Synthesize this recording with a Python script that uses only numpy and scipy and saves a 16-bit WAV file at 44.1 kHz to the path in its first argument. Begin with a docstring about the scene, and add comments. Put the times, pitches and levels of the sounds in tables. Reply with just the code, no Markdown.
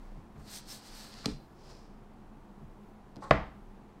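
"""A laptop is stroked and shut on a desk in a quiet room. Skin hisses over the metal palm rest in thousands
of tiny slips, slides along the edge and comes off with a click that rings the case. The hand brushes
the lid and lowers it: the hinge ticks and groans, air is squeezed out of the gap, and the lid lands
with a dull thud that shakes keys and desk. Room tone and a deep rumble lie underneath."""
import sys
import numpy as np
from scipy import signal
from scipy.fft import rfft, irfft
from scipy.io import wavfile

SR = 44100
rng = np.random.default_rng(int(sys.argv[2]) if len(sys.argv) > 2 else 0)


def store_wav(level_fs):
    """Save 16-bit WAV to argv[1]."""
    pcm = np.round(np.clip(np.atleast_2d(level_fs), -1, 1) * 32767)
    wavfile.write(sys.argv[1], SR, pcm.T.astype(np.int16))


N = 176400
TIME = np.arange(N) / SR

# rubbing on flat metal, for palm and hinge: f/Hz, level/dB
RUB_COLOUR = [(300, -22), (1000, -7), (1850, -4), (2800, -8), (4000, 2), (4800, 1), (5400, -2.5),
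              (6000, 0.5), (6800, -3), (8500, 0.5), (10800, -10.5), (13200, -6.5), (16000, -15.5)]


def from_db(db):
    """Decibels to gain."""
    return 10 ** (np.asarray(db) / 20)


def rms_one(x):
    """Scale to an rms of one."""
    return x / np.sqrt(np.mean(x ** 2) + 1e-20)


def level_curve(rows):
    """A fader ride through points of t/s, level/dB."""
    return from_db(np.interp(TIME, *np.transpose(rows)))


def swells(rows):
    """Bell-shaped swells, each with its own rise and fall, added in power."""
    power = 0
    for peak_s, rise, fall, db in rows:
        width = np.where(TIME < peak_s, rise, fall)
        power += from_db(db) ** 2 * np.exp(-2 * ((TIME - peak_s) / width) ** 2)
    return np.sqrt(power)


def decay(start, db, t60):
    """A hard attack and an exponential tail."""
    return (TIME > start) * from_db(db) * np.exp(-np.log(1000) * np.abs(TIME - start) / t60)


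def coloured(x, colour):
    """EQ a steady noise through points of f/Hz, level/dB; rms one."""
    hz, db = np.transpose(colour)
    log_hz = np.log(np.fft.rfftfreq(N, 1 / SR) + 1e-9)
    gain = from_db(np.interp(log_hz, np.log(hz), db))
    return rms_one(irfft(rfft(x) * gain, N))


def noise(colour):
    """Steady noise of the given colour; rms one."""
    return coloured(rng.standard_normal(N), colour)


def soften(x, hz):
    """Two-pole low-pass."""
    return signal.sosfilt(signal.butter(2, hz, fs=SR, output="sos"), x + 1e-18)


def resonance(x, hz, width_hz):
    """A resonance with gain one at its peak."""
    r = np.exp(-np.pi * width_hz / SR)
    poles = [1, -2 * r * np.cos(2 * np.pi * hz / SR), r * r]
    return signal.lfilter(np.array([1, 0, -1]) * (1 - r * r) / 2, poles, x)


def pitched_rub(hz, width_hz):
    """Rough rubbing noise in one resonance, dull above it; rms one."""
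    return rms_one(soften(resonance(rng.standard_normal(N), hz, width_hz), 2 * hz))


def friction(colour, slips_per_s=14000, spread_db=0.5, flicker_db=0.5):
    """Thousands of tiny slips of uneven size merge into a slightly flickering hiss."""
    slips = (rng.random(N) < slips_per_s / SR) * rng.standard_normal(N)
    slips *= from_db(spread_db * rng.standard_normal(N))
    flicker = rms_one(soften(rng.standard_normal(N), hz=45))
    return coloured(slips, colour) * from_db(flicker_db * flicker)


def struck(hits, modes):
    """Every hit sets the modes ringing, neighbours in opposite polarity."""
    impulses = np.zeros(N)
    for hit_s, db in hits:
        impulses[int(hit_s * SR)] -= from_db(db)
    ring = np.zeros(N)
    for k, (hz, db, t60) in enumerate(modes):
        r = np.exp(-np.log(1000) / (t60 * SR))
        poles = [1, -2 * r * np.cos(2 * np.pi * hz / SR), r * r]
        ring += (-1) ** k * from_db(db) * signal.lfilter([.5, 0, -.5], poles, impulses + 1e-18 * TIME)
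    return ring


def room_tone():
    """Steady air with a low drone over a wavering rumble; a faint hiss fades as the hand comes in."""
    # colours of the three beds: f/Hz, level/dB
    air_colour = [(50, -3), (90, -4.5), (140, 0), (180, -6), (205, 6.5), (240, -5), (350, -5), (450, -10),
                  (600, -13.5), (780, -9), (1100, -14.5), (1600, -22), (2500, -29), (5000, -37.5),
                  (9000, -43), (16000, -52)]
    rumble_colour = [(10, -23.5), (21, 4), (29, 18), (40, -12.5), (60, -3.5), (120, -48.5)]
    hiss_colour = [(300, -6), (1500, 3), (3000, -5), (5000, -6.5), (8000, -13), (16000, -30)]
    # the rumble's wavering: t/s, level/dB
    rumble_ride = [(0, -50), (.3, -53), (.42, -51), (.52, -62), (1.2, -54.5), (1.42, -46), (1.7, -54),
                   (2.1, -57), (2.5, -54.5), (2.9, -50.5), (3.02, -57), (3.6, -52), (4, -57.5)]
    # the opening hiss: t/s, rise/s, fall/s, level/dB
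    hiss_swell = [(.02, .05, 0.22, -70)]
    air = from_db(-54) * noise(air_colour)
    rumble = level_curve(rumble_ride) * noise(rumble_colour)
    return air + rumble + swells(hiss_swell) * noise(hiss_colour)


def desk_bumps():
    """The hand's weight bumps the desk, soft and low."""
    # bumps: t/s, rise/s, fall/s, level/dB
    bumps = [(.185, 0.024, .025, -50.5), (.40, 0.042, .035, -47.5), (1.32, 0.06, 0.052, -45),
             (2.63, 0.028, 0.037, -49)]
    # their bassy body: f/Hz, level/dB
    colour = [(20, -11), (42, 0), (80, -10), (130, -2.5), (200, -15), (400, -23), (1000, -69)]
    return swells(bumps) * noise(colour)


def edge_slide():
    """Fingers slide along the edge; the skin catches as they land and just before they slip off."""
    # the slide: t/s, level/dB
    ride = [(.35, -93.5), (.49, -55.5), (.64, -62.5), (.72, -55.5), (.81, -59), (.88, -56.5), (1.0, -53),
            (1.09, -55.5), (1.16, -53.5), (1.24, -54.5), (1.31, -51), (1.40, -81)]
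    # skin on the edge: f/Hz, level/dB
    colour = [(300, -2.5), (1300, -1.5), (2300, -6.5), (3700, -4.5), (4200, 2.5), (4900, 1), (5500, -3.5),
              (6400, -9), (8600, -13), (10500, -21), (14000, -25), (16000, -34)]
    # skin catching: t/s, rise/s, fall/s, level/dB
    catches = [(.362, .005, .012, -60), (.40, .005, .015, -61), (1.250, .006, .006, -44.5)]
    touching = (TIME > ride[0][0]) & (TIME < ride[-1][0])
    drag = swells(catches) * pitched_rub(hz=1100, width_hz=600)
    return drag + level_curve(ride) * touching * friction(colour)


def palm_strokes():
    """Skin swishes over the palm rest; a fingertip sings at the height of the two strongest strokes."""
    # strokes, peaking where the hand is fastest, and squeaks: t/s, rise/s, fall/s, level/dB
    strokes = [(.42, .05, .04, -70), (.505, 0.044, 0.051, -57), (.565, 0.052, 0.03, -46),
               (.718, 0.041, 0.059, -49), (.87, .04, 0.028, -58), (.99, 0.084, 0.13, -56)]
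    squeaks = [(.55, 0.018, 0.029, -55), (.722, 0.029, 0.0082, -47)]
    swish = swells(strokes) * friction(RUB_COLOUR)
    return swish + swells(squeaks) * pitched_rub(hz=5340, width_hz=150)


def case_clicks():
    """The metal case rings briefly as the fingers slip off and as the hinge ticks."""
    # clicks: t/s, level/dB
    clicks = [(1.140, -19.5), (1.2579, 3.5), (1.2596, -0.5), (3.1593, -25.5), (3.1664, -25.5)]
    # modes of the case: f/Hz, level/dB, t60/s
    modes = [(1320, -34.5, 0.014), (2050, -39, 0.013), (2550, -33.5, 0.01), (3300, -31.5, .01),
             (4130, -25, 0.0075), (4960, -26.5, 0.011), (5650, -30.5, 0.0087), (6730, -29.5, 0.0032),
             (8400, -31, 0.0027), (13400, -34, 0.001)]
    return soften(struck(clicks, modes), hz=12400)


def base_knocks():
    """The base knocks softly on its rubber feet."""
    # knocks: t/s, level/dB
    knocks = [(1.2596, 0), (1.2805, -7), (2.37, -47), (2.575, -25), (3.1665, -15.5)]
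    # modes of the base: f/Hz, level/dB, t60/s
    modes = [(116, -33, 0.16), (218, -23, 0.044), (296, -30, 0.075), (427, -28, 0.034), (860, -34, 0.026)]
    return soften(struck(knocks, modes), hz=1090)


def lid_brush():
    """Skin brushes lightly over the lid."""
    # brushes: t/s, rise/s, fall/s, level/dB
    brushes = [(1.70, 0.11, 0.15, -58), (1.705, 0.017, 0.02, -55)]
    # skin on the lid: f/Hz, level/dB
    colour = [(500, 5), (2000, -11.5), (3800, -9), (5100, -1.5), (6500, -12), (8000, -16), (11000, -25),
              (16000, -34)]
    return swells(brushes) * friction(colour)


def hinge():
    """The closing hinge groans faintly, then rubs."""
    # groan and rubs: t/s, rise/s, fall/s, level/dB
    groans = [(3.172, 0.0096, 0.05, -52)]
    rubs = [(3.24, 0.021, 0.017, -56), (3.28, .04, 0.06, -65.5)]
    groan = swells(groans) * pitched_rub(hz=376, width_hz=360)
    return groan + swells(rubs) * soften(friction(RUB_COLOUR), hz=7000)


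def air_puff():
    """Air squeezed out from under the lid sounds the resonances of the gap."""
    # the puff: t/s, rise/s, fall/s, level/dB
    puffs = [(3.227, 0.0051, 0.056, -44)]
    # resonances of the gap: f/Hz, width/Hz, level/dB
    gap = [(554, 50, -4.5), (866, 48, -1.5), (1097, 79, -0.5), (1260, 62, -7), (1800, 91, -13)]
    flow = soften(rng.standard_normal(N), hz=1200)
    breath = sum(from_db(db) * resonance(flow, hz, width) for hz, width, db in gap)
    return swells(puffs) * rms_one(breath)


def lid_landing(gasket_hz=3480):
    """The lid thuds onto its gasket, which crunches for an instant; desk, keys and panels shake."""
    # one corner lands just after the other: t/s, level/dB
    corners = [(3.3093, 0.5), (3.31095, 2)]
    # modes of lid and desk: f/Hz, level/dB, t60/s
    lid_modes = [(334, -20, 0.056), (476, -21.5, 0.055), (617, -11, 0.018), (818, -14.5, 0.026),
                 (1087, -10.5, 0.016), (1587, -17.5, 0.016), (2030, -18.5, 0.014), (3190, -18, 0.005),
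                 (3680, -21, 0.01), (5100, -22, .007)]
    desk_modes = [(29.4, -38.5, 1), (42, -41, 1.0), (63, -30, 0.4), (127.7, -39.5, 0.57), (166, -31, 0.1),
                  (192, -36.5, 0.28), (311, -22.5, 0.12)]
    # colour of the crunch and the shivering keys and panels: f/Hz, level/dB
    rattle_colour = [(150, 2), (400, -8), (850, 1), (1500, -7.5), (2100, -9.5), (2550, -18.5), (3100, -19),
                     (3900, -25.5), (5200, -28.5), (7000, -38), (9000, -42.5), (12000, -56), (16000, -56)]
    ring = struck(corners, lid_modes) + struck(corners[:1], desk_modes)  # the desk takes one blow
    thud = soften(soften(ring, gasket_hz), gasket_hz)
    landing_s = corners[0][0]
    crunch = decay(landing_s, db=-17, t60=0.027)
    shiver = decay(landing_s, db=-28.5, t60=0.41)
    return thud + soften((crunch + shiver) * noise(rattle_colour), hz=6000)


def room_reverb(x, predelay_s=0.0013, build_s=0.0017):
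    """Dense reflections build up in a few milliseconds and die away, the lows last."""
    # reverb bands: f/Hz, level/dB, t60/s
    bands = [(59, -21, 0.48), (195, -4, 0.34), (485, -8, 0.25), (1000, -13.5, 0.33), (2100, -7.5, 0.3),
             (4570, -14.5, 0.43), (8000, -10, 0.26), (14000, -28, 0.2)]
    hz, wet_db, t60 = np.transpose(bands)
    t = np.maximum(TIME[:SR] - predelay_s, 0)
    scatter = rfft(rng.standard_normal(SR))
    log_hz = np.log(np.fft.rfftfreq(SR, 1 / SR) + 1e-9)
    response = 0
    for share, db, decay_s in zip(np.eye(len(hz)), wet_db, t60):
        envelope = (1 - np.exp(-t / build_s)) * np.exp(-np.log(1000) * t / decay_s)
        band = irfft(scatter * np.interp(log_hz, np.log(hz), share), SR)
        response += from_db(db) * band * envelope / np.sqrt(np.sum(envelope ** 2))
    return signal.fftconvolve(x, response)[:N]


def scene():
    """The laptop up close with its reverb, over the room tone, in mono."""
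    hand = desk_bumps() + edge_slide() + palm_strokes() + lid_brush()
    laptop = hand + case_clicks() + base_knocks() + hinge() + air_puff() + lid_landing()
    return (laptop + room_reverb(laptop) + room_tone())[None]


def record(dry):
    """A steep high cut takes off the very top."""
    cutoff_hz = 15750
    return signal.sosfilt(signal.ellip(12, .1, 90, cutoff_hz, fs=SR, output="sos"), dry)


dry = scene()
out = record(dry)
store_wav(out)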